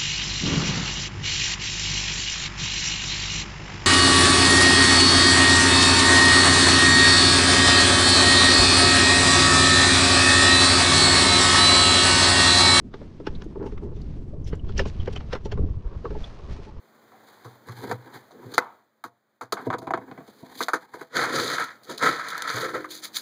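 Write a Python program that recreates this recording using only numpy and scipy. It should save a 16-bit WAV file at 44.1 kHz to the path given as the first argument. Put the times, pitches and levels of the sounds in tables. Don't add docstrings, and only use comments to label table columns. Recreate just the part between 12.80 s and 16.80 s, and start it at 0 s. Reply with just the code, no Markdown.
import sys
import numpy as np
from scipy import signal
from scipy.fft import rfft, irfft
from scipy.io import wavfile
from scipy.ndimage import uniform_filter1d

SR = 44100
rng = np.random.default_rng(int(sys.argv[2]) if len(sys.argv) > 2 else 0)


def int16_out(signal):
    q = np.round(np.clip(np.atleast_2d(signal).T, -1, 1) * 32767)
    wavfile.write(sys.argv[1], SR, q.astype(np.int16))


N = 176400
TIME_S = np.arange(N) / SR
LEAD_S, TAIL_S = 0.08, 0.2
EVENT_TIME_S = np.arange(-LEAD_S, TAIL_S, 1 / SR)


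def amp(db):
    return 10 ** (np.asarray(db) / 20)


def unit_rms(x):
    return x / np.sqrt(np.mean(x ** 2) + 1e-20)


def unit_crest(x):
    return x / np.sqrt(uniform_filter1d(x ** 2, 180).max() + 1e-20)


def add(mix, start_s, sound):
    at = round(start_s * SR)
    part = mix[max(at, 0):max(at + len(sound), 0)]
    part += sound[max(-at, 0):][:len(part)]


def colour(x, spectrum):
    hz, db = np.transpose(spectrum)
    bins_hz = np.fft.rfftfreq(len(x), 1 / SR)
    gain = amp(np.interp(np.log(bins_hz + 1), np.log(hz), db))
    return irfft(rfft(x) * gain, len(x))


def wander(axis, step, count=2048):
    return np.interp((axis - axis[0]) / step, np.arange(count), rng.standard_normal(count), period=count)


def envelope(points):
    return amp(np.interp(TIME_S, *np.transpose(points)))


def burst(rise_s, decay_s):
    return np.exp(np.minimum(EVENT_TIME_S, 0) / rise_s - np.maximum(EVENT_TIME_S, 0) / decay_s)


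def impulses(per_s):
    return rng.random(N) < per_s / SR


def turbulence(spectrum, flutter_db, step_s=0.028):
    flutter = amp(flutter_db * wander(TIME_S, step_s))
    return unit_rms(colour(rng.standard_normal(N) * flutter, spectrum))


# f/Hz, gain/dB
WIND_SPECTRUM = [(10, 2.5), (30, -1.5), (60, -2.5), (115, -8.5), (160, -12), (225, -19), (400, -28.5),
                 (800, -44), (2500, -92.5)]
# t/s, level/dB
WIND_LEVEL = [(0, -44.5), (.43, -42.5), (.5, -29.5), (.6, -35), (.76, -43.5), (.83, -34), (1.3, -33.5),
              (1.52, -36.5), (1.70, -24.5), (1.8, -32.5), (1.98, -22.5), (2.15, -29.5), (2.32, -27.5),
              (2.6, -37.5), (2.84, -20.5), (3.06, -38), (3.16, -35.5), (3.43, -29.5), (3.55, -44),
              (3.71, -32), (3.88, -43), (4, -33.5)]
def wind():
    return envelope(WIND_LEVEL) * turbulence(WIND_SPECTRUM, flutter_db=2)


# f/Hz, gain/dB
WASH_SPECTRUM = [(30, 1), (120, 7), (210, 6), (400, -2.5), (600, -16.5), (1000, -26), (2000, -34),
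                 (5500, -41), (8000, -48), (15000, -69.5)]
# t/s, level/dB
WASH_LEVEL = [(0, -43), (1.3, -41), (2.4, -48), (3.1, -54), (4, -55)]
def wash():
    return envelope(WASH_LEVEL) * turbulence(WASH_SPECTRUM, flutter_db=3.2)


# f/Hz, gain/dB
SLOSH_SPECTRUM = [(150, -51), (350, 13.5), (520, 9.5), (750, -0.5), (1080, 6), (1500, -9), (3000, -20.5),
                  (7000, -72)]
# t/s, level/dB
SLOSH_LEVEL = [(0, -75.5), (.75, -57), (.83, -51), (1.3, -67.5), (2.1, -54), (2.6, -58.5), (3.0, -55.5),
               (3.12, -47), (3.2, -57.5), (3.4, -59.5), (3.58, -48.5), (3.9, -57), (4, -53.5)]
def slosh():
    return envelope(SLOSH_LEVEL) * turbulence(SLOSH_SPECTRUM, flutter_db=4.5, step_s=0.009)


# f/Hz, gain/dB
RUSTLE_SPECTRUM = [(200, -9), (600, 12), (1100, 5), (1800, 3), (3000, -1), (4500, -3), (6200, -8.5),
                   (8000, -20.5), (11000, -31), (15000, -57)]
# t/s, level/dB
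RUSTLE_LEVEL = [(0, -89), (.16, -58), (.43, -65), (.54, -56.5), (.68, -65), (1.08, -72), (1.18, -61.5),
                (1.37, -62), (1.43, -87), (1.55, -79), (1.83, -74), (2.03, -64), (2.13, -57), (2.47, -59.5),
                (2.52, -53), (2.62, -63), (2.97, -65.5), (3.36, -56.5), (3.44, -49), (3.53, -55),
                (3.67, -58.5), (3.73, -48.5), (3.8, -56), (3.84, -50), (3.92, -63.5), (4, -62.5)]
def rustle(snap_share=0.45):
    snap_db = 2.5 * np.minimum(rng.exponential(1, N), 5)
    snaps = impulses(per_s=900) * rng.choice([-1, 1], N) * amp(snap_db)
    crackle = unit_rms(colour(snaps, RUSTLE_SPECTRUM))
    hiss = turbulence(RUSTLE_SPECTRUM, flutter_db=2.5)
    return envelope(RUSTLE_LEVEL) * (np.sqrt(snap_share) * crackle + np.sqrt(1 - snap_share) * hiss)


# f/Hz, gain/dB, t60/s
HULL_MODES = [(234, 0.5, 0.033), (324, 1, 0.046), (406.6, 14, 0.055), (452, -4, 0.028), (541, -7, 0.074),
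              (863, -2.5, 0.051), (1076, -28.5, 0.01), (1305, -18.5, 0.056), (1610, -16.5, 0.021)]
def hull(push, detune=0.02, uneven_db=1.0, cutoff_hz=1750):
    t = np.arange(0, TAIL_S, 1 / SR)
    shifts, spots = rng.uniform(-1, 1, (2, len(HULL_MODES)))
    ring = np.zeros(len(t))
    for (hz, db, t60_s), shift, spot in zip(HULL_MODES, shifts, spots):
        fade = amp(db + uneven_db * spot - 60 * t / t60_s)
        ring += fade * np.sin(2 * np.pi * hz * (1 + detune * shift) * t)
    lowpass = signal.butter(2, cutoff_hz, fs=SR, output="sos")
    return signal.sosfilt(lowpass, signal.fftconvolve(push, ring))


def splash(spectrum, rise_s, decay_s, grain_db=2, grain_s=0.0019, ripple_db=3.5, ripple_hz=260):
    n = len(EVENT_TIME_S)
    grains = rng.standard_normal(n) * amp(grain_db * wander(EVENT_TIME_S, grain_s))
    resonances = amp(ripple_db * wander(np.fft.rfftfreq(n, 1 / SR), ripple_hz))
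    noise = irfft(rfft(grains) * resonances, n)
    skirt = amp(-14.5) * burst(rise_s=0.012, decay_s=0.016)
    shape = burst(rise_s, decay_s) + skirt
    return unit_crest(colour(noise * shape, spectrum))


SPRAY_RISE_PER_DECAY = 0.41
# f/Hz, gain/dB
SMACK_SPECTRUM = [(200, -27.5), (500, 1), (900, 3), (1400, 3.5), (1700, -1), (2200, -8.5), (3200, -39),
                  (7000, -57)]
# f/Hz, gain/dB
SPRAY_SPECTRUM = [(500, -45), (1500, 1), (2300, 1.5), (3100, 3), (4000, -2.5), (5600, -6), (6700, -14),
                  (8000, -25.5), (11500, -40), (15000, -68.5)]
# t/s, knock/dB, smack/dB, spray/dB, spray decay/s
SLAPS = [(0.141, -29.5, -39, -47.5, 0.0045), (0.215, -29.5, -58, -75, .005), (0.400, -31, -62, -63, .006),
         (.470, -21.5, -31.5, -35.5, 0.0051), (0.621, -38, -44.5, -44.5, 0.0028),
         (0.756, -31, -65, -79, .006), (.797, -31, -59, -80, .005), (0.829, -34, -52, -57, 0.008),
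         (.866, -37, -47, -51, 0.018), (0.922, -31.5, -59, -58.5, 0.017),
         (0.979, -43, -47.5, -53.5, 0.0032), (1.166, -39, -74, -60, 0.014), (1.672, -42.5, -69, -49, 0.018),
         (1.73, -24.5, -40.5, -50, 0.025), (1.895, -37, -43.5, -50, 0.022), (1.981, -29, -45, -35.5, 0.016),
         (1.996, -24.5, -26.5, -28.5, 0.0064), (2.017, -29, -51, -48, 0.017),
         (2.058, -27, -34.5, -43, 0.0044), (2.076, -38, -67, -49, 0.018),
         (2.277, -25.5, -34.5, -42, 0.0052), (2.33, -39, -81, -49, 0.0077),
         (2.362, -36.5, -37.5, -39, 0.0041), (2.407, -59, -42.5, -52.5, 0.012),
         (2.531, -28, -28.5, -32, 0.0051), (2.552, -26, -34.5, -40.5, 0.0077), (2.655, -24, -65, -46, 0.01),
         (2.721, -28.5, -38.5, -40.5, 0.0078), (2.775, -30.5, -48.5, -58.5, .006),
         (3.253, -29.5, -40, -55, 0.018), (3.306, -30.5, -49, -55, .006)]
def slaps(knock_lag_s=0.001846, knock_spread_s=0.0074, pivot_hz=3500):
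    out = np.zeros(N)
    t = np.arange(0, LEAD_S, 1 / SR)
    for at_s, knock_db, smack_db, spray_db, decay_s in SLAPS:
        push = 0.082 * rng.standard_normal(len(t)) * np.exp(-t / knock_spread_s)
        push[0] += 1
        add(out, at_s + knock_lag_s, amp(knock_db) * unit_crest(hull(push)))
        smack = splash(SMACK_SPECTRUM, rise_s=0.0015, decay_s=0.0057)
        add(out, at_s - LEAD_S, amp(smack_db) * smack)
        tilt_db_per_octave = 0.3 * max(spray_db - smack_db, -10)
        tilted = [(hz, db + tilt_db_per_octave * np.log2(hz / pivot_hz)) for hz, db in SPRAY_SPECTRUM]
        spray = splash(tilted, SPRAY_RISE_PER_DECAY * decay_s, decay_s)
        add(out, at_s - LEAD_S, amp(spray_db) * spray)
    return out


def bubbles(table, rise_s, wobble, wobble_step_s):
    out = np.zeros(N)
    for at_s, hz, db, decay_s in table:
        pitch_hz = hz * (1 + wobble * wander(EVENT_TIME_S, wobble_step_s))
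        ring = burst(rise_s, decay_s) * np.sin(2 * np.pi * np.cumsum(pitch_hz) / SR)
        add(out, at_s - LEAD_S, amp(db) * unit_crest(ring))
    return out


# t/s, f/Hz, level/dB, decay/s
PLOPS = [(.218, 423, -33, 0.0051), (.474, 1647, -34, 0.0041), (.666, 313, -30.5, 0.0028),
         (.759, 950, -43, 0.0049), (.773, 426, -29.5, 0.006), (.817, 398.4, -31, 0.027),
         (.868, 396.2, -34, 0.0079), (1.535, 560, -41.5, 0.013), (2.002, 517.8, -22, 0.0061),
         (2.283, 437.9, -25.5, 0.0057), (2.537, 503.7, -24, 0.0054), (2.779, 1074, -41, 0.0079),
         (2.796, 417.4, -27, 0.0016), (2.814, 400.4, -35.5, .004), (2.845, 288.3, -26, 0.0016),
         (3.248, 446, -30, 0.0026), (3.256, 1070, -33.5, 0.0099), (3.259, 457, -29.5, 0.0099),
         (3.353, 874, -39, 0.0065), (3.361, 688, -42, .007)]
def plops():
    return bubbles(PLOPS, rise_s=0.0028, wobble=0.131, wobble_step_s=0.0018)


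# t/s, f/Hz, level/dB
WIND_THUMPS = [(0.508, 45, -25.5), (1.728, 39.7, -23), (2.022, 55.5, -23), (2.201, 60.3, -19.5),
               (2.742, 69, -22), (2.758, 118, -21), (2.792, 110, -18), (2.808, 60, -13), (2.838, 71, -20),
               (2.863, 84.6, -20), (2.975, 68.4, -20), (3.066, 36.6, -18.5), (3.17, 67.6, -21.5),
               (3.424, 59, -28)]
def wind_thumps():
    out = np.zeros(N)
    for at_s, hz, db in WIND_THUMPS:
        phase_squared = (np.pi * hz * EVENT_TIME_S) ** 2
        pulse = (1 - 2 * phase_squared) * np.exp(-phase_squared)
        add(out, at_s - LEAD_S, amp(db) * pulse)
    return out


# t/s, f/Hz, level/dB, decay/s
DRIPS = [(.552, 3890, -48, 0.0068), (1.644, 6060, -57.5, 0.014), (1.796, 2900, -53, 0.005),
         (1.98, 5630, -32.5, 0.0035), (1.994, 1763, -23, 0.0037), (2.000, 2880, -34.5, 0.0085),
         (2.201, 3130, -44.5, 0.011), (2.364, 3010, -36, 0.0056), (1.218, 4540, -54.5, 0.0034),
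         (3.443, 3460, -38.5, 0.0044)]
def drips():
    return bubbles(DRIPS, rise_s=0.0012, wobble=0.085, wobble_step_s=0.0005)


# f/Hz, gain/dB
SIZZLE_SPECTRUM = [(2500, -21), (6300, 4.5), (8300, -9), (12500, -18), (16000, -21)]
# t/s, level/dB, decay/s
SIZZLES = [(.642, -62, 0.0075), (.862, -66, 0.043), (1.217, -64, .003), (1.681, -58.5, 0.011),
           (1.754, -60, 0.0022), (3.429, -68, .04)]
def fine_spray():
    out = np.zeros(N)
    for at_s, db, decay_s in SIZZLES:
        sizzle = splash(SIZZLE_SPECTRUM, SPRAY_RISE_PER_DECAY * decay_s, decay_s)
        add(out, at_s - LEAD_S, amp(db) * sizzle)
    return out


# t/s, length/s, level/dB
GURGLES = [(0.797, 0.084, -34.5), (1.019, 0.12, -40), (1.532, 0.054, -48.5), (2.789, 0.097, -46.5),
           (3.31, 0.073, -39.5), (3.783, 0.018, -42.5), (3.859, 0.045, -44.5)]
def gurgles(fade_s=0.0069):
    out = np.zeros(N)
    for at_s, length_s, db in GURGLES:
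        pushes = impulses(per_s=1100) * rng.standard_normal(N)
        t = TIME_S[TIME_S < length_s]
        shape = np.clip(np.minimum(t, length_s - t) / fade_s, 0, 1)
        ring = hull(pushes[:len(t)] * shape, detune=0.011, uneven_db=12.5)
        power = np.sum(ring ** 2) / len(t)
        add(out, at_s, amp(db) * ring / np.sqrt(power + 1e-20))
    return out


# t/s, level/dB
NET_LEVEL = [(1.8, -84), (1.88, -61.5), (1.96, -59), (2.09, -54.5), (2.13, -66), (2.2, -58.5),
             (2.38, -56.5), (2.46, -80), (2.52, -63), (2.65, -75)]
def net(clump_db=4.5, clump_s=0.005):
    snaps = impulses(per_s=900) * rng.standard_normal(N)
    clumps = amp(clump_db * wander(TIME_S, clump_s))
    return envelope(NET_LEVEL) * unit_rms(colour(snaps * clumps, SPRAY_SPECTRUM))


def scene():
    bed = wind() + wash() + slosh() + rustle()
    events = slaps() + plops() + wind_thumps() + drips() + fine_spray() + gurgles() + net()
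    return (bed + events)[None]


def record(dry):
    cutoff_hz = 15600
    lowpass = signal.firwin(511, cutoff_hz, window=("kaiser", 9), fs=SR)
    return signal.oaconvolve(dry, lowpass[None], "same")


dry = scene()
out = record(dry)
int16_out(out)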